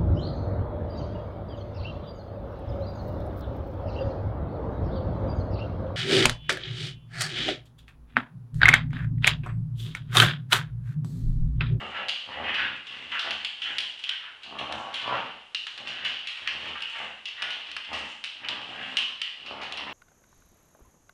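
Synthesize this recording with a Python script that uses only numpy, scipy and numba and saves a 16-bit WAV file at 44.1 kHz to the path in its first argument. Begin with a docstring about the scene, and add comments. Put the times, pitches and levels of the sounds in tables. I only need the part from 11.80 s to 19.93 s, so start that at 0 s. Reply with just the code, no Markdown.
"""Two dogs tug at a cloth toy in a bare room with a hard floor, a few metres from a small camera microphone.
From the start they growl through clenched jaws (pulses and rasp ringing in belly, chest, throat and mouth),
snort (fluttering noise in moving resonances) and skid (dense tiny catches over noise). From 0.28 s to the end
come short cracks, each with a second one close by: mostly claw strikes, with a few scuffs and snort onsets.
The room rings around it all for about half a second (fading noise and low modes), over a faint steady hiss."""
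import sys
import numpy as np
from scipy import signal
from scipy.fft import rfft, irfft
from scipy.io import wavfile
from scipy.ndimage import uniform_filter1d
from numba import njit

SR = 44100
rng = np.random.default_rng(int(sys.argv[2]) if len(sys.argv) > 2 else 0)


def store_wav(level_fs):
    """Save 16-bit WAV to argv[1]."""
    pcm = np.round(np.clip(np.atleast_2d(level_fs), -1, 1) * 32767)
    wavfile.write(sys.argv[1], SR, pcm.T.astype(np.int16))


def amplitude_ratio(level_db):
    """Convert a level in decibels to the matching linear amplitude (field) ratio."""
    exponent = np.asarray(level_db, float) / 20
    return 10 ** exponent


N = 358533
T = np.arange(N) / SR


def level(x, db):
    """Scale to an rms level in dB."""
    return x * amplitude_ratio(db) / np.sqrt(np.mean(x ** 2))


def colour(x, points):
    """Shape the spectrum by (Hz, dB) points with a causal, minimum-phase response."""
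    hz, db = np.transpose(points)
    size = 4096
    grid_hz = np.arange(size // 2 + 1) * SR / size
    gain_db = np.interp(np.log(grid_hz + 1), np.log(hz), db)
    cepstrum = irfft(np.log(amplitude_ratio(gain_db)))
    # folding the cepstrum onto positive times makes the response causal
    cepstrum[1:size // 2] *= 2
    cepstrum[size // 2 + 1:] = 0
    response = irfft(np.exp(rfft(cepstrum)))
    return signal.fftconvolve(x, response)[:len(x)]


@njit
def svf(x, hz, width):
    """State-variable band-pass with a moving centre, gain 1 at the centre."""
    y, b, l = np.empty(len(x)), 0., 0.
    for i in range(len(x)):
        g, k = np.tan(np.pi * hz[i] / SR), width / hz[i]
        v = (b + g * (x[i] + 1e-18 - l)) / (1 + g * (g + k))
        b, l, y[i] = 2 * v - b, l + 2 * g * v, k * v
    return y


def band(x, hz, width):
    """A resonance applied twice, for steep flanks; width in Hz is that of one pass."""
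    centre = hz * np.ones(len(x))
    once = svf(x, centre, 1. * width)
    return svf(once, centre, 1. * width)


def walk(rate):
    """Random levels, rate of them a second, joined by straight slopes; spread near 1."""
    k = int(SR / rate)
    steps = np.repeat(rng.standard_normal(N // k + 1), k)
    return 1.2 * uniform_filter1d(steps, k)[:N]


def bouts(rows, rise_db_per_s, fall_db_per_s, glide_s=0.017):
    """Each bout rises, holds and falls; the loudest one sets the level and the other columns, which glide."""
    start, held, db, *columns = np.transpose(rows)[:, :, None]
    rise_db = rise_db_per_s * np.maximum(start - T, 0)
    fall_db = fall_db_per_s * np.maximum(T - start - held, 0)
    levels = db - rise_db - fall_db
    loudest = np.argmax(levels, axis=0)
    glides = [uniform_filter1d(c[loudest, 0], int(glide_s * SR)) for c in columns]
    return [np.max(levels, axis=0)] + glides


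# Spectrum of the steady hiss. Each row: frequency in Hz, relative density in dB per Hz.
HISS_SPECTRUM = [(20, 16.5), (60, 12), (200, 5), (1000, 9.5), (4000, -6), (11000, 15)]


def hiss():
    """Steady noise with its own spectrum, strongest in the bass and at the top."""
    return level(colour(rng.standard_normal(N), HISS_SPECTRUM), -46)


# How the bare room rings. Each row: frequency in Hz, time to fade by 60 dB in seconds, tail level in dB.
ROOM_FADE = [(125, 0.52, -3.5), (500, 0.38, -1), (1500, 0.53, -0.5), (2255, 0.52, 0.5), (2850, 0.67, 9.5),
             (3800, 0.74, -0.5), (5600, 1, 0.5), (10100, 0.12, -2.5)]
# Low resonances between the walls. Each row: frequency in Hz, level among the modes in dB,
# time to fade by 60 dB in seconds.
LOW_MODES = [(79.1, 14, 0.33), (136, 15.5, 0.29), (213.4, 5, 0.89), (279, -5.5, 0.64), (537, 3.5, 0.68),
             (832, 8, 0.88)]


def tail(first_s=0.0006, build_s=0.00025):
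    """Diffuse reflections for one place in the room, fading octave by octave, with the low modes."""
    t = np.arange(int(.7 * SR)) / SR
    hz, t60, db = np.transpose(ROOM_FADE)
    diffuse = 0
    for f in 60 * 2. ** np.arange(8):
        s = np.interp(np.log(f), np.log(hz), t60)
        fade = np.exp(-np.log(1000) * t / s)
        # each octave is scaled so that a quicker fade keeps its energy
        diffuse = diffuse + np.sqrt(30 / s / SR) * band(rng.standard_normal(len(t)), f, f) * fade
    build_up = 1 - np.exp(-np.maximum(t - first_s, 0) / build_s)
    diffuse = colour(diffuse, np.c_[hz, db]) * build_up
    modes = sum(amplitude_ratio(g) * np.sin(2 * np.pi * f * t) * np.exp(-np.log(1000) * t / s) for f, g, s in LOW_MODES)
    return diffuse + amplitude_ratio(-21) * modes / np.sqrt(np.sum(modes ** 2))


def room(x, count=25):
    """The dogs keep moving, so every third of a second sends its sound into a different pattern of reflections."""
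    out, hop = np.zeros(N), N // (count - 1) + 1
    for k in range(count):
        start, stop = max((k - 1) * hop, 0), min((k + 1) * hop, N)
        # neighbouring places crossfade at equal power
        share = np.cos(np.pi / 2 * (np.arange(start, stop) / hop - k))
        echo = signal.fftconvolve(share * x[start:stop], tail())[:N - start]
        out[start:start + len(echo)] += echo
    return out


# Paws skidding on the hard floor; the short bright row at 2.925 s is the tip of a claw strike.
# Each row: start in seconds, time held in seconds, relative level in dB, relative treble in dB.
SKIDS_AND_TIP = [(0.0, 0.17, -47.5, -16), (.3, 0.13, -44, -20), (.52, 0.39, -44.5, -21),
                 (1.07, .19, -39.5, -20), (1.32, 0.42, -43.5, -16), (1.83, 0.21, -42, -13.5),
                 (2.2, 0.11, -54, -20), (2.64, 0.24, -45.5, -25), (2.925, .06, -42, -7),
                 (3.0, 0.13, -45, -32), (3.15, 0.15, -36, -29), (3.8, .2, -51, -7), (4.07, 0.55, -40, -29),
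                 (4.5, .4, -38, -19.5), (5.0, 0.18, -40.5, -16), (5.46, 0.49, -42.5, -24),
                 (5.92, 0.1, -42, -23), (6.12, 0.048, -39.5, -11.5), (6.46, 0.16, -47, -28),
                 (6.7, .12, -41.5, -22), (6.9, 0.16, -36.5, -18.5), (7.19, 0.073, -45, -24),
                 (7.43, 0.21, -48, -33), (7.66, 0.62, -47, -23)]


def skid(catches_per_s=900, spread_db=5):
    """Dense tiny claw catches over the hiss of sliding pads; one short bright burst is a claw tip."""
    db, bright_db = bouts(SKIDS_AND_TIP, rise_db_per_s=303, fall_db_per_s=61)
    caught = rng.random(N) < catches_per_s / SR
    strength_db = spread_db * np.minimum(rng.exponential(size=N), 3.5)
    catches = caught * rng.standard_normal(N) * amplitude_ratio(strength_db)
    rub = level(catches, 0) + level(rng.standard_normal(N), -4)
    uneven_db = 2.5 * walk(30)
    body = level(band(rub, 2760, 6700), -5.5)
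    treble = amplitude_ratio(bright_db) * level(band(rub, 8210, 11000), 12.2)
    return amplitude_ratio(db + uneven_db) * (body + treble)


# Claws striking the floor, with a few soft scuffs and snort onsets among them.
# Each row: time in seconds, relative level in dB, dull part against hard part in dB before their resonances,
# share sent to the walls in dB.
CLAWS_AND_SCUFFS = [(0.2849, -17, -18, -3.5), (0.2928, -15.5, -35, 2.5), (0.7434, -27.5, 1, 9.5),
                    (1.069, -32, -21, 6.5), (1.3187, -34, 6.5, 7), (1.3941, -18, -16, 4),
                    (1.5081, -17.5, -8, -0.5), (1.5274, -31.5, -5, 4), (1.6481, -14.5, -35, -2.5),
                    (1.8186, -27.5, -30, 9), (1.984, -11, -30, -4), (2.0044, -18, -23, 1),
                    (2.192, -30, -33, 2.5), (2.2388, -22, -37, 1.5), (2.2927, -16.5, -26, -2.5),
                    (2.6335, -31, -17, 6.5), (2.7872, -30, -4.5, 9), (2.9246, -19, -12, -3.5),
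                    (3.142, -18.5, -44, 3.5), (3.274, -32, -16, 3.5), (3.7476, -14, -42, -3),
                    (3.8686, -23, -4.5, -0.5), (3.978, -26, -9, 1), (4.0786, -27, -16, 6.5),
                    (4.2488, -22.5, -4, 7.5), (4.4726, -19, -35, 4), (4.6749, -18, -4, 1),
                    (5.006, -26.5, -31, -3), (5.022, -19, -29, -1.5), (5.456, -23.5, -14, 1),
                    (5.485, -29, -31, -1), (5.6218, -18, -4.5, -0.5), (5.7056, -25, -26, 5.5),
                    (5.9156, -25.5, -35, -4), (5.9661, -18.5, -3, -3), (6.131, -26.5, -5.5, 10.5),
                    (6.4404, -18, -16, 0.5), (6.6473, -41, 14.5, 0), (6.6865, -15, -34, -2.5),
                    (7.1699, -10.5, -32, 0.5), (7.186, -20, -16, -17), (7.417, -14.5, -43, -2),
                    (7.662, -32, -5, 8.5), (7.815, -31.5, -7.5, 9.5), (7.834, -29, -13, 2),
                    (7.9235, -19.5, -26, -3.5), (7.9736, -21.5, -24, 3)]


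def claws_and_scuffs(contact_s=0.00066, grit=0.12, second_lag_s=.003, second_db=-2):
    """A claw strike is a short crack of dull pad, hard claw and bright tip, and a second toe follows close by;
    the few scuffs and snort onsets use the same cracks. Rows: direct sound, first cracks sent to the walls."""
    pad, claw = np.zeros((2, 2, N))
    t = np.arange(400) / SR
    count = len(CLAWS_AND_SCUFFS)
    # a single click followed by gritty, fading noise, at equal energy
    cracks = grit * rng.standard_normal((count, len(t))) * np.exp(-t / contact_s)
    cracks[:, 0] = 1
    cracks /= np.sqrt(np.sum(cracks ** 2, axis=1, keepdims=True))
    lags = (second_lag_s * SR * (.5 + rng.random(count))).astype(int)
    for (s, db, pad_db, walls_db), crack, lag in zip(CLAWS_AND_SCUFFS, cracks, lags):
        i = int(s * SR)
        pair = crack + amplitude_ratio(second_db) * np.roll(crack, lag)
        both = np.array([pair, amplitude_ratio(walls_db) * crack])
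        pad[:, i:i + len(t)] += amplitude_ratio(db + pad_db) * both
        claw[:, i:i + len(t)] += amplitude_ratio(db) * both
    rows = []
    for p, c in zip(pad, claw):
        dull = amplitude_ratio(22) * band(p, 1950, 1840)
        hard = amplitude_ratio(16) * band(c, 3690, 5180)
        tip = amplitude_ratio(20) * band(c, 10360, 4700)
        rows.append(dull + hard - tip)
    return rows


# Snorts and pants into the cloth. Each row: start in seconds, time held in seconds, relative level in dB,
# nose resonance in Hz.
SNORT_BOUTS = [(0.0, 0.026, -37, 1300), (.155, 0.017, -30, 1500), (.51, 0.14, -41, 1800),
               (.64, 0.096, -31.5, 1970), (.73, 0.089, -29, 1620), (1.14, 0.076, -47, 1930),
               (1.33, 0.17, -35.5, 1520), (1.85, 0.039, -36, 1830), (2.29, 0.032, -41.5, 1790),
               (2.41, 0.062, -43, 1500), (2.78, 0.5, -51, 1610), (3.27, 0.14, -34, 1510),
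               (4.07, 0.16, -39, 1700), (4.23, 0.035, -39, 1830), (4.46, 0.035, -44.5, 1920),
               (4.66, 0.07, -42.5, 1760), (4.81, 0.24, -42, 1370), (5.165, 0.042, -35.5, 1676),
               (5.58, 0.093, -36.5, 1730), (6.11, 0.087, -39, 1930), (6.6, 0.16, -46, 1670),
               (6.92, 0.13, -40.5, 1750), (7.16, 0.053, -40.5, 1510), (7.42, .05, -43.5, 1950),
               (7.75, .33, -46.5, 1870)]


def snort(flutter_db=3.5):
    """Air forced past nose and cloth: fluttering turbulence in a moving and a fixed resonance."""
    db, nose_hz = bouts(SNORT_BOUTS, rise_db_per_s=401.5, fall_db_per_s=152)
    air = amplitude_ratio(flutter_db * walk(60)) * rng.standard_normal(N)
    nose = level(band(air, nose_hz, 650), -10.5)
    broad = level(band(air, 1650, 1550), -6.5)
    return amplitude_ratio(db) * (nose + broad)


@njit
def flaps(rate, stretch, size):
    """A pulse at each wrap of the phase; every cycle has its own length and strength."""
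    pulses, phase, p, k = np.zeros(len(rate)), np.empty(len(rate)), 0., 0
    for i in range(len(rate)):
        p += rate[i] * stretch[k] / SR
        if p >= 1:
            p, k = p - 1, k + 1
            pulses[i] = size[k]
        phase[i] = p
    return pulses, phase


# Growls through clenched jaws. Each row: start in seconds, time held in seconds, relative level in dB,
# chest against that level in dB, mouth resonance in Hz.
GROWL_BOUTS = [(0.0, 0.015, -37.5, -10.5, 774), (.12, .09, -43.5, -14.5, 840), (.49, .06, -43, -9.5, 917),
               (.57, 0.12, -37, -13, 810), (.76, 0.086, -46, -4.5, 930), (1.1, 0.28, -55.5, -1.5, 905),
               (1.41, 0.096, -41, -15.5, 826), (1.88, .07, -48, -10.5, 800), (2.7, .08, -41.5, -10.5, 914),
               (2.79, 0.14, -37.5, -12.5, 870), (3.0, 0.099, -36, -17, 926), (3.27, 0.032, -26, -14, 960),
               (3.34, 0.038, -34, -16, 896), (3.99, 0.056, -49.5, -9, 830), (4.05, 0.1, -44.5, -8, 764),
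               (4.23, 0.029, -43.5, -10, 790), (4.65, 0.12, -50, -6, 916), (4.8, 0.089, -45, -8, 890),
               (5.16, 0.078, -44.5, -16.5, 800), (5.64, 0.11, -46.5, -15.5, 880),
               (5.85, 0.14, -60, -7.5, 826), (6.12, 0.071, -41.5, -11, 870), (6.62, .04, -44, -7, 884),
               (6.69, 0.061, -38.5, -10.5, 930), (6.9, 0.16, -40.5, -8, 840), (7.16, 0.036, -46, -13, 1010),
               (7.64, .05, -51.5, -5.5, 840), (7.71, 0.29, -41.5, -13, 858), (7.99, 0.11, -40, -9.5, 930)]
# Resonances of the throat. Each row: frequency in Hz, width of one filter pass in Hz, relative level in dB.
THROAT_RESONANCES = [(585, 300, -5.5), (1103, 380, -5)]


def growl(flaps_per_s=70, jitter=.08, scatter_db=3.5, rasp_db=-8, belly_db=-3.5):
    """Slack vocal folds flap unevenly, each flap followed by a rasp of air; belly, chest, throat and mouth ring."""
    db, chest_db, mouth_hz = bouts(GROWL_BOUTS, rise_db_per_s=296, fall_db_per_s=113)
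    rate = flaps_per_s * np.exp(.1 * walk(4))
    chance = rng.standard_normal((N // 200, 2)).T
    pulses, phase = flaps(rate, np.exp(jitter * chance[0]), amplitude_ratio(scatter_db * chance[1]))
    rasp = np.exp(-phase / 0.36) * rng.standard_normal(N)
    folds = level(pulses, 0) + level(rasp, rasp_db)
    belly = amplitude_ratio(chest_db + belly_db) * level(band(folds, 91.5, 38), 0.53)
    chest = amplitude_ratio(chest_db) * level(band(folds, 241, 196), 4.16)
    # neighbouring throat resonances have opposite sign
    throat = sum((-1) ** k * level(band(folds, hz, w), g) for k, (hz, w, g) in enumerate(THROAT_RESONANCES))
    mouth = level(band(folds, mouth_hz, 373), 0)
    voice = level(mouth - throat, -1.43) + chest - belly
    uneven_db = 2.33 * walk(28)
    return amplitude_ratio(db + uneven_db) * voice


def scene():
    """Both dogs in the room, over a faint steady hiss."""
    dogs = amplitude_ratio(-6) * (growl() + snort() + skid())
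    cracks, cracks_to_walls = claws_and_scuffs()
    reflections = room(dogs + cracks_to_walls)
    return (dogs + cracks + reflections + hiss())[None]


def top_cut(x):
    """Nothing passes above the cut-off."""
    return signal.sosfilt(signal.butter(12, 12120, fs=SR, output="sos"), x)


# Response of the small camera microphone. Each row: frequency in Hz, gain in dB.
CAMERA_MICROPHONE = [(40, -13.5), (70, -5.5), (2300, 3.5), (2950, 8), (4000, 0.5), (5500, -8), (8500, -22),
                     (10400, -29), (12000, -44)]


def record(dry):
    """The small microphone peaks near 3 kHz and loses the bass and the top."""
    heard = colour(dry[0], CAMERA_MICROPHONE)[None]
    return top_cut(heard)


dry = scene()
out = record(dry)
store_wav(out)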